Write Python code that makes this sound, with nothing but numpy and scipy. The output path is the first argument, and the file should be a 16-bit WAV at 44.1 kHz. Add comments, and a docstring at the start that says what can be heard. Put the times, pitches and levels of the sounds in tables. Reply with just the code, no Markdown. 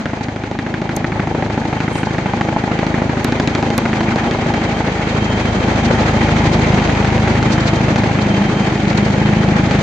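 """A gravel lot below a forested mountainside, where a heavy tandem-rotor helicopter hovers.
Each blade radiates a low thump and a slap as filtered pulses; steep spikes add the cracks of cut vortices.
Random delayed copies make the slope's echo, steady lags its faces, and late clicks the gravel's returns.
Shaped noise gives downwash, rumble, blade swish and a rustle; wavering tones give a gear whine and hums.
A bright ringing tick and later two hard clicks on the right are heard; thin clicks join the second rotor."""
import sys
import numpy as np
from scipy import signal
from scipy.fft import rfft, irfft, next_fast_len
from scipy.io import wavfile
from scipy.ndimage import uniform_filter1d, minimum_filter1d

SR = 44100
rng = np.random.default_rng(int(sys.argv[2]) if len(sys.argv) > 2 else 0)


def pcm_store(signal):
    """Save signal as 16-bit PCM."""
    levels = np.round(np.clip(np.atleast_2d(signal), -1, 1) * 32767)
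    wavfile.write(sys.argv[1], SR, levels.astype(np.int16).T)


N = 433062
TIME = np.arange(N) / SR
SOUND_SPEED = 343  # m/s
# blade period, first arrival and second rotor's offset before travel delay, all in s
BLADE_S, FIRST_S, SECOND_ROTOR_S = .07597, .060, .038


def undb(db):
    """Logarithmic level: decibels become an amplitude ratio."""
    return 10 ** (np.asarray(db) / 20)


def curve(table, at, axis):
    """Linear interpolation: one column of a table is joined by straight lines."""
    rows = np.array(table)
    return np.interp(at, rows[:, 0], rows[:, axis])


def unit(x):
    """Normalisation: the signal is scaled to rms 1."""
    return x / np.sqrt(np.mean(x ** 2))


def colour(x, spectrum, lean=0, causal=False):
    """Linear filtering: lean/rad skews a pulse by phase rotation; causal selects minimum phase."""
    size = 2 * next_fast_len((N + SR // 4) // 2)
    hz, db = np.transpose(spectrum)
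    freq = np.maximum(np.arange(size // 2 + 1) * SR / size, 1)
    gain = undb(np.interp(np.log(freq), np.log(hz), db))
    if causal:
        # folding the cepstrum makes the response ring only after it starts
        cepstrum = irfft(np.log(gain))[:size // 2]
        gain = np.exp(2 * rfft(cepstrum, size) - cepstrum[0])
    response = gain * np.exp(1j * lean)
    return irfft(rfft(x, size) * response, size)[..., :N]


def pulses(times, db, spectrum, lean=0, causal=False):
    """Impulse response: each time gets a pressure dip, db being its level over 5 ms."""
    train = np.zeros(N)
    places = np.clip(np.round(times * SR).astype(int), 0, N - 1)
    np.add.at(train, places, -undb(db) * (times < N / SR))
    hz, gain_db = np.transpose(spectrum)
    log_freq = np.log(np.arange(1, SR // 2))
    energy = np.mean(undb(np.interp(log_freq, np.log(hz), gain_db)) ** 2)
    return colour(train, spectrum, lean, causal) / np.sqrt(energy / (.005 * SR))


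def walk(rate):
    """Random modulation: normal values, rate per second, joined by lines, with a spread near 1."""
    knots = rng.standard_normal(2048)
    return 1.2 * np.interp(TIME * rate, np.arange(len(knots)), knots)


def air(spectrum, apart_hz):
    """Spatial coherence: stereo noise is alike at both ports in the bass, far less so in the treble."""
    mid, side = rng.standard_normal((2, N))
    side = signal.sosfilt(signal.butter(2, apart_hz, "high", fs=SR, output="sos"), side)
    return unit(colour(mid + undb(-1.0) * np.array([side, -side]), spectrum))


# Drift of the hover: [t/s, extra distance from the listener/m]
DRIFT = [(0, 0), (.7, .1), (3, -.55), (3.7, -.15), (4.3, -.03), (6.2, -.55), (7.4, .1), (9.2, 1.35),
         (9.8, 2)]


def travel_delay(times):
    """Propagation delay: extra distance divided by the speed of sound."""
    return curve(DRIFT, times, axis=1) / SOUND_SPEED


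def blades(offset):
    """Periodic source: one rotor's blades arrive in turn, later as the aircraft drifts off."""
    times = FIRST_S + offset + BLADE_S * np.arange(int(N / SR / BLADE_S) + 1)
    return times + travel_delay(times)


def throb(delay_s, width_s):
    """Periodic modulation: a smooth swell once per blade, delay_s after the first rotor's thump."""
    turn = (TIME - FIRST_S - delay_s - travel_delay(TIME)) / BLADE_S
    return np.exp(-(np.sin(np.pi * turn) * BLADE_S / np.pi / width_s) ** 2)


# The rotors work harder, ease off and return: [t/s, thump relative level/dB, downwash relative level/dB]
HOVER = [(0.1, -33, -32.5), (0.47, -35, -35), (1.17, -28, -31.5), (1.78, -28.5, -29.5), (3.33, -26.5, -28),
         (3.63, -28.5, -26.5), (4.91, -27, -26), (6.41, -21, -22), (8.07, -21, -25), (8.79, -25, -24.5),
         (9.51, -19.5, -25), (9.7, -21.5, -23)]
# Downwash spectrum: [f/Hz, relative level/dB]
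WASH_SPECTRUM = [(20, -4), (60, -2.5), (120, 10), (200, 12), (330, 10), (500, 8.5), (830, 3), (1050, 1),
                 (1600, 0), (2250, 0.45), (2900, -7.5), (4400, -10), (5500, -17.5), (6400, -18.5),
                 (8700, -32.5), (11000, -90.5)]


def downwash():
    """Turbulence noise: torn air lulls before each first-rotor blade and surges after; each band churns."""
    surge = 1 + .5 * throb(0.0041, 0.0037) + 0.34 * throb(0.029, 0.012) - 0.14 * throb(-0.0078, 0.003)
    rest, roar = air(WASH_SPECTRUM, apart_hz=895), 0
    for edge_hz in (450, 1100, 1900, 3000):
        band = signal.sosfiltfilt(signal.butter(3, edge_hz, fs=SR, output="sos"), rest)
        roar = roar + band * undb(2 * walk(55))
        rest = rest - band
    churn = undb(0.93 * walk(70) + 0.11 * walk(11))
    return unit(roar + rest) * unit(surge * churn) * undb(curve(HOVER, TIME, axis=2))


def breeze(db):
    """Incoherent flow noise: stirred air rumbles softly on each port by itself, at the thump's level curve."""
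    spectrum = [(15, -19.0), (40, -7.5), (60, 5.0), (110, -6.5), (300, -3.0), (600, -1.5), (3000, -79.5)]
    rumble = colour(rng.standard_normal((2, N)), spectrum)
    return unit(rumble) * undb(db + curve(HOVER, TIME, axis=1) + 1.6 * walk(3.0))


# Louder swishes of a blade tip: [t/s, level/dB, half length/s]
SWISHES = [(0.238, -32, 0.0072), (6.533, -30.5, 0.0086), (7.532, -26, 0.019), (7.608, -26, 0.0053),
           (7.677, -25.5, 0.015), (7.763, -34, .007), (8.133, -44, 0.0044), (8.222, -31, .008),
           (8.903, -28, 0.0043), (8.978, -23, 0.0049), (9.056, -32, 0.0054)]
# Swish spectrum: [f/Hz, relative level/dB]
SWISH_SPECTRUM = [(300, -45.5), (1500, -23.5), (3000, 1), (4200, 11), (5500, 3), (6800, -3.5),
                  (8800, -13.5), (12000, -79.5)]


def swish():
    """Amplitude-modulated noise: blade tips hiss as they swing towards the listener, a few much louder."""
    flicker_db = 3.5 * walk(13)
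    steady = throb(0.024, 0.0094) * undb(curve(HOVER, TIME, axis=2) - 11.5 + flicker_db)
    flares = sum(undb(db) * np.exp(-((TIME - s) / length_s) ** 2) for s, db, length_s in SWISHES)
    return air(SWISH_SPECTRUM, apart_hz=1000) * (steady + flares)


# Gear whine: [t/s, level/dB]
WHINE = [(0, -52), (1.5, -51), (1.95, -41), (2.2, -48), (2.6, -44.5), (3.1, -50), (3.5, -43.5), (4.9, -40),
         (5.3, -35), (5.55, -35.5), (5.8, -40), (6.3, -36.5), (7.1, -41.5), (7.7, -36), (8.05, -45.5),
         (8.35, -34.5), (8.9, -41.5), (9.2, -35.5), (9.8, -43.5)]


def gearbox(hz, flutter_db):
    """Doppler shift: a whine sinks as the aircraft backs off; moving air gives its line a skirt of flutter."""
    heard_s = TIME - travel_delay(TIME)
    phase = 2 * np.pi * hz * (heard_s + np.cumsum(0.000986 * walk(7)) / SR)
    line = [np.sin(phase + 1.0 * walk(20)) * undb(3.5 * walk(16)) for _ in range(2)]
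    skirt = [walk(60) * np.sin(phase) + walk(60) * np.cos(phase) for _ in range(2)]
    whine = unit(unit(np.array(line)) + undb(flutter_db) * unit(np.array(skirt)))
    return whine * undb(curve(WHINE, TIME, axis=1))


# Echo from the slope: [t/s, relative level/dB]
ECHO = [(0, -27.5), (.6, -28.5), (1.25, -20), (1.9, -24.5), (3, -21.5), (4.4, -19), (5.1, -21.5),
        (5.8, -16.5), (7, -18), (8.1, -21), (9.8, -20)]
# Slope and hollow-boom spectra: [f/Hz, relative level/dB]
SLOPE_SPECTRUM = [(20, -64), (45, -43.5), (100, 0.5), (150, -8.5), (225, 6), (260, -8), (330, 1),
                  (450, -20.5), (620, -14), (820, -3), (1100, -19), (2200, -33), (4000, -71.5),
                  (12000, -110)]
BOOM_SPECTRUM = [(30, -67.5), (140, -10), (185, 1), (205, 9.5), (235, -9.5), (280, -25), (2000, -93.5)]


def slope(times, t60, shift_rate, side_db, count=5):
    """Reverberation: trees and slope scatter every pulse; paths trade places as the aircraft moves."""
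    chance = rng.standard_normal((len(times), 2)).T
    wander_s = .0005 * chance[0]
    source = pulses(times + wander_s, 1.5 * chance[1], SLOPE_SPECTRUM)
    # a hollow boom builds up in the valley, then holds
    start_db, full_db, full_s = -25.5, -0.5, 9.2
    boom_db = start_db + (full_db - start_db) * np.minimum(times / full_s, 1)
    source = source + pulses(times + wander_s, boom_db + 3.2 * chance[1], BOOM_SPECTRUM)
    size = next_fast_len(N)
    spectrum, age = rfft(source, size), TIME[:SR]
    echoes = []
    for _ in range(count + 1):
        # about 160 reflections a second, falling 60 dB per t60
        paths = rng.standard_normal(SR) * (rng.random(SR) < 160 / SR) * undb(-60 * age / t60)
        # the hover is already under way, so the tail wraps round to fill the start
        echoes.append(unit(irfft(spectrum * rfft(paths, size), size)[:N]))
    weights = np.array([walk(shift_rate) for _ in range(count)])
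    mid = np.sum(weights * echoes[:count], axis=0) / np.sqrt(np.sum(weights ** 2, axis=0))
    side = np.array([echoes[-1], -echoes[-1]])
    return (mid + undb(side_db) * side) * undb(curve(ECHO, TIME, axis=1))


# Overtones of the beat that stand out of the echo: [t/s, half length/s, f/Hz, level/dB]
HUMS = [(3.598, 5.1, 236.9, -26), (6.399, 1.1, 184.4, -29.5), (9.2, 1, 197.3, -21.5)]


def hums():
    """Harmonics: single overtones of the beat swell out of the echo for a while, wavering a little."""
    out = 0
    for s, length_s, hz, db in HUMS:
        phase = 2 * np.pi * np.cumsum(hz * (1 + 0.003 * walk(9))) / SR
        swell = np.exp(-((TIME - s) / length_s) ** 2)
        out = out + np.sin(phase) * undb(db + 1.7 * walk(13)) * swell
    return out


# Round slap of each rotor, steadier than its crack: [t/s, first rotor level/dB, second rotor level/dB]
SLAPS = [(0, -16, -31), (.6, -16, -21.5), (2.4, -13.5, -32), (3.4, -10.5, -19), (4.6, -17, -21),
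         (5.2, -20, -24), (6.1, -19, -16.5), (7.5, -15.5, -24), (8.7, -17.5, -18), (9.8, -18.5, -13.5)]
# Trim of the deepest part of the thump: [t/s, level/dB]
DEEP = [(0, 2), (1.2, -3), (2.5, -3), (3.8, -0.5), (5.5, 2.5), (6.5, 1.5), (7.8, -2), (8, -7), (8.8, -2),
        (9.8, -2)]
# Thump and slap spectra: [f/Hz, relative level/dB]
THUMP_SPECTRUM = [(18, -66.5), (27, -43.5), (39, -39.5), (52, -6.5), (80, -5), (110, -0.5), (160, -4),
                  (250, -35), (400, -47), (900, -75.5), (3000, -110)]
SLAP_SPECTRUM = [(20, -68), (70, -22.5), (160, 7), (260, 12.5), (380, 8), (520, -13), (820, -21),
                 (1500, -37), (4000, -61), (12000, -100)]


def rotor(times, column, thump_db, thump_lean, slap_lead_s, slap_lean):
    """Impulsive radiation: each blade makes a round thump and an uneven slap, a deep dip of pressure."""
    chance = rng.standard_normal((len(times), 3)).T
    thump_level = curve(HOVER, times, axis=1) + thump_db + 0.28 * chance[0]
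    thump = pulses(times, thump_level, THUMP_SPECTRUM, thump_lean)
    deep = signal.sosfiltfilt(signal.butter(4, 90, fs=SR, output="sos"), thump)
    thump = thump + deep * (undb(curve(DEEP, TIME, axis=1)) - 1)
    slap_times = times - slap_lead_s + 0.00018 * chance[1]
    slap_level = curve(SLAPS, times, axis=column) + 1.0 * chance[2]
    return thump + pulses(slap_times, slap_level, SLAP_SPECTRUM, slap_lean)


# How hard blades cut the wake; the first rotor briefly clears it near 5 s:
# [t/s, first rotor relative level/dB, second rotor relative level/dB]
WAKE = [(0, -20.5, -20.5), (.6, -16.5, -22), (2.4, -16.5, -15), (3, -17.5, -16.5), (3.9, -19, -17),
        (4.7, -16.5, -13.5), (5.2, -30, -20.5), (6, -24.5, -21), (7.5, -14.5, -20.5), (8.9, -27.5, -19.5),
        (9.8, -23, -33)]


def strengths(times, column, trim_db, hits, crack_db):
    """Blade-vortex interaction: crack, bite and shock levels follow the wake by chance, but for square hits."""
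    chance = rng.standard_normal((len(times), 3)).T
    wake_db = curve(WAKE, times, axis=column) + trim_db
    offsets_db = np.array([[crack_db], [-12], [-26.5]])  # crack, bite, shock front
    levels = wake_db + offsets_db + 3.5 * chance
    for s, *hit_db in hits:
        levels[:, np.abs(times - s).argmin()] = hit_db
    return levels


# Spectrum of the hard bite: [f/Hz, relative level/dB]
BITE_SPECTRUM = [(200, -31), (900, -1.5), (1450, 6.5), (2300, 1), (2900, -7.5), (4500, -25), (9000, -66),
                 (15000, -93.5)]


def scatter(times, db, lag_s, spread_s, count):
    """Diffuse reflection: rough ground returns each bite as small clicks strewn over spread_s after lag_s."""
    chance = rng.random((len(times), count))
    clicks = times[:, None] + lag_s + spread_s * (np.arange(count) + chance) / count
    return -pulses(clicks.ravel(), np.repeat(db, count), BITE_SPECTRUM)


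def ground(x, lag_s, db):
    """Specular reflection: the gravel returns a slightly later copy."""
    return x + undb(db) * np.interp(TIME - lag_s, TIME, x, left=0)


# Spectra of woody crack, bright shock front and torn-air snap: [f/Hz, relative level/dB]
CRACK_SPECTRUM = [(40, -21), (200, 6), (500, 17), (680, 15), (860, 18.5), (1100, -1), (1550, 1.5),
                  (2250, -28), (3200, -24.5), (7000, -42), (10000, -78.5), (15000, -90)]
SHOCK_SPECTRUM = [(300, -42.5), (1500, -7), (3200, 9.5), (4300, 12), (6500, 0), (9000, -17.5),
                  (12000, -32.5), (15000, -47.5)]
SNAP_SPECTRUM = [(30, -43.5), (200, 3), (450, 5), (830, 8), (1100, -1.5), (2200, -8), (3300, -26),
                 (7000, -41.5), (10000, -62.5), (14000, -95.5)]


def cracks(times, levels, lead_s, snap_db, smear_s, count=3):
    """Blade-vortex impulse: a steep spike, weaker strands, ground returns and a snap of torn air behind."""
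    crack_db, bite_db, shock_db = levels
    chance, luck = rng.standard_normal((len(times), 2, count)).transpose(1, 2, 0)
    order = np.arange(count)[:, None]
    # weaker strands follow the first spike, differently for every blade
    strand_db = (2 * luck - 4 * order) * (order > 0)
    starts = times - lead_s + smear_s * rng.standard_normal(len(times))
    strands = (starts + .0007 * order + .0002 * order * chance).ravel()
    front = 0
    for db, spectrum in ((crack_db, CRACK_SPECTRUM), (bite_db, BITE_SPECTRUM), (shock_db, SHOCK_SPECTRUM)):
        causal = spectrum is CRACK_SPECTRUM
        # the minus sign turns the dips into upward spikes
        front = front - pulses(strands, (db + strand_db).ravel(), spectrum, causal=causal)
    gravel = scatter(starts, bite_db - 7, lag_s=0.0041, spread_s=0.00273, count=3)
    far_lot = scatter(starts, bite_db - 16.5, lag_s=0.011, spread_s=.024, count=4)
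    last = np.maximum(np.searchsorted(starts, TIME) - 1, 0)
    age = np.maximum(TIME - starts[last], 0)
    burst = np.exp(-age / .007) * (1 - np.exp(-(age / .0004) ** 2))
    snap = undb(crack_db + snap_db)[last] * burst * air(SNAP_SPECTRUM, apart_hz=1400)
    return ground(undb(-1.56) * front, lag_s=.0048, db=-10.0) + gravel + far_lot + snap


# Broad faces of the slope: [lag/s, level relative to the echo curve/dB]
FACES = [(0.015, -8.5), (.0208, -4), (.030, -2), (.047, -6), (.057, -6)]
# Spectrum returned by the faces: [f/Hz, relative level/dB]
FACE_SPECTRUM = [(30, -49), (90, -24.5), (150, -8), (205, 1), (260, -5), (330, -1), (450, -8), (820, -15),
                 (1300, -34), (4000, -83)]


def faces(times):
    """Discrete echoes: the nearest slope faces repeat each beat in one pattern, so the chop hums steadily."""
    lag_s, db = np.transpose(FACES)[:, :, None]
    sway_s = .00015 * rng.standard_normal((len(times), len(FACES))).T
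    level_db = curve(ECHO, times, axis=1) + db
    return pulses((times + lag_s + sway_s).ravel(), level_db.ravel(), FACE_SPECTRUM)


# A bright ringing tick, then two hard clicks on the right:
# [t/s, click level/dB, ring level/dB, left minus right/dB]
TICKS = [(0.955, -47, -46, -6), (0.964, -42, -20.5, 10), (0.9668, -27.5, -31, -6),
         (3.2454, -14, -47, -33.5), (3.7799, -13, -41, -10)]
# Click spectrum: [f/Hz, relative level/dB]
TICK_SPECTRUM = [(800, -32), (4000, 17), (6500, 15.5), (12000, 12), (14500, 10), (18000, -28)]


def ticks(ring_hz=6200, ring_s=0.0016):
    """Impulse and damped oscillation: bright clicks, ringing early on and hard later, lean to one side."""
    out = np.zeros((2, N))
    for s, click_db, ring_db, pan_db in TICKS:
        age = np.maximum(TIME - s, 0)
        ring = np.sin(2 * np.pi * ring_hz * age) * np.exp(-age / ring_s)
        tick = pulses(np.array([s]), click_db, TICK_SPECTRUM) + undb(ring_db) * ring
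        out += tick * undb(pan_db * np.array([[.5], [-.5]]))
    return out


def rustle(s, width_s, db):
    """Band-limited noise: a brief, ragged, very high rustle, stronger on the right."""
    spectrum = [(4000, -26), (7500, 4), (9300, 5), (10500, -10), (11600, -6), (12500, -38)]
    hiss = air(spectrum, apart_hz=1000)
    ragged_db = 3.8 * walk(160)
    swell = np.exp(-((TIME - s) / width_s) ** 2)
    return hiss * swell * unit(undb(ragged_db)) * undb([[db - 7], [db]])


# The second rotor nicks one more vortex for a while: [t/s, level/dB]
NICK = [(5.5, -53), (6.2, -36), (6.72, -23.5), (7.2, -28), (7.7, -39), (8.4, -39), (8.9, -26), (9.6, -46)]
# Spectrum of the thin dry click: [f/Hz, relative level/dB]
THIN_SPECTRUM = [(400, -29.5), (1400, -6.5), (2300, 7.5), (3500, -3), (4800, -4.5), (7000, -26.5),
                 (12000, -70.5)]


def nicks(times, lag_s):
    """Blade-vortex interaction: one thin click per blade, lag_s after its beat."""
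    level_db = curve(NICK, times, axis=1) + 1.3 * rng.standard_normal(len(times))
    return -pulses(times + lag_s, level_db, THIN_SPECTRUM)


# First-rotor blades that hit a vortex squarely:
# [t/s, woody crack relative level/dB, hard bite relative level/dB, shock front relative level/dB]
SQUARE_HITS = [(.06, -17.5, -22, -36), (.136, -17, -30, -48), (.212, -19, -33, -41), (.44, -24, -27.5, -39),
               (.516, -22, -34, -37), (.592, -26, -24.5, -35), (.668, -19.5, -25.5, -49),
               (.744, -24, -22, -39), (.896, -22, -22.5, -39), (1.048, -20, -20, -40),
               (1.124, -21.5, -23, -46), (1.199, -17, -20, -45), (1.427, -15, -24, -42),
               (1.579, -18, -29, -44), (1.731, -16.5, -25.5, -53), (1.807, -17.5, -22.5, -35),
               (1.883, -25.5, -23.5, -62), (1.959, -18.5, -28, -34), (2.186, -18, -22, -41),
               (2.262, -13.5, -22.5, -44), (2.338, -12.5, -25, -42), (2.414, -14, -21, -35),
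               (2.49, -15, -25.5, -46), (2.566, -10, -29, -50), (2.642, -13, -29, -40),
               (2.793, -25.5, -21, -37), (2.869, -17.5, -33, -29.5), (2.945, -16, -23, -46),
               (3.021, -17, -25, -48), (3.097, -20.5, -27.5, -50), (3.25, -20.5, -22.5, -26.5),
               (3.326, -17, -24, -28.5), (3.402, -10, -22.5, -24), (3.478, -17, -25, -22.5),
               (3.554, -19, -21, -24.5), (3.63, -12.5, -25.5, -30), (3.706, -17.5, -25.5, -30.5),
               (3.782, -9, -19, -23), (3.858, -16.5, -19.5, -38), (3.934, -22.5, -17.5, -47),
               (4.01, -15, -21, -32), (4.162, -16, -49, -28.5), (4.314, -27.5, -28, -28),
               (4.542, -16.5, -23, -30.5), (6.288, -22, -24, -44), (7.049, -18, -22, -32),
               (7.277, -13, -18, -43), (7.429, -25.5, -21.5, -30), (7.81, -17.5, -29, -44),
               (7.962, -14, -22, -25.5), (8.038, -20, -25, -36), (8.191, -28, -25, -45),
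               (9.714, -22.5, -22, -27)]
# How far the first rotor's spike runs ahead of its thump: [t/s, lead/s]
LEAD = [(4.6, .0029), (5.6, .0012), (7.4, .0016), (7.9, .0028)]


def scene():
    """Superposition: both rotors and their echoes add to the air and machine noise."""
    first, second = blades(0), blades(SECOND_ROTOR_S)
    beat = rotor(first, 1, thump_db=12.5, thump_lean=0.21, slap_lead_s=0.00018, slap_lean=0.19)
    beat = beat + rotor(second, 2, thump_db=12.5, thump_lean=-0.86, slap_lead_s=0.00085, slap_lean=-0.4)
    first_levels = strengths(first, 1, trim_db=0, hits=SQUARE_HITS, crack_db=-2.0)
    crack = cracks(first, first_levels, curve(LEAD, first, axis=1), snap_db=0.0, smear_s=.0001)
    second_levels = strengths(second, 2, trim_db=-5.5, hits=[], crack_db=-0.5)
    crack = crack + cracks(second, second_levels, lead_s=.0026, snap_db=0.0, smear_s=.0009)
    crack = crack + nicks(second, lag_s=.017)
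    both = np.concatenate([first, second])
    echo = undb(-0.7) * slope(both, t60=1.13, shift_rate=2.5, side_db=-21) + faces(first) + hums()
    roar = undb(5.0) * downwash() + swish() + gearbox(hz=3146, flutter_db=2) + breeze(db=-9.0)
    return beat + crack + echo + roar + ticks() + rustle(s=1.962, width_s=0.061, db=-41.5)


def limit(x, top, size=45):
    """Peak limiting: the gain falls for a millisecond or two (size in samples) round peaks above top."""
    gain = np.minimum(1, top / (np.abs(x).max(axis=0) + 1e-9))
    lowest = minimum_filter1d(gain, 2 * size + 1)
    return x * uniform_filter1d(uniform_filter1d(lowest, size), size)


# Resonance of the left port: [f/Hz, gain/dB]
LEFT_PORT = [(200, .5), (380, 1.3), (700, .5), (2400, .5), (3600, -1.5), (4600, -4), (5500, -2), (6300, 6),
             (7600, 3), (9000, -3)]


def record(dry):
    """Port resonance colours the left; a limiter holds the peaks and a low-pass filter cuts the top."""
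    ports = np.array([colour(dry[0], LEFT_PORT), dry[1]])
    held = limit(ports, top=.92)
    return signal.sosfilt(signal.ellip(8, .2, 70, 15200, fs=SR, output="sos"), held)


dry = scene()
out = record(dry)
pcm_store(out)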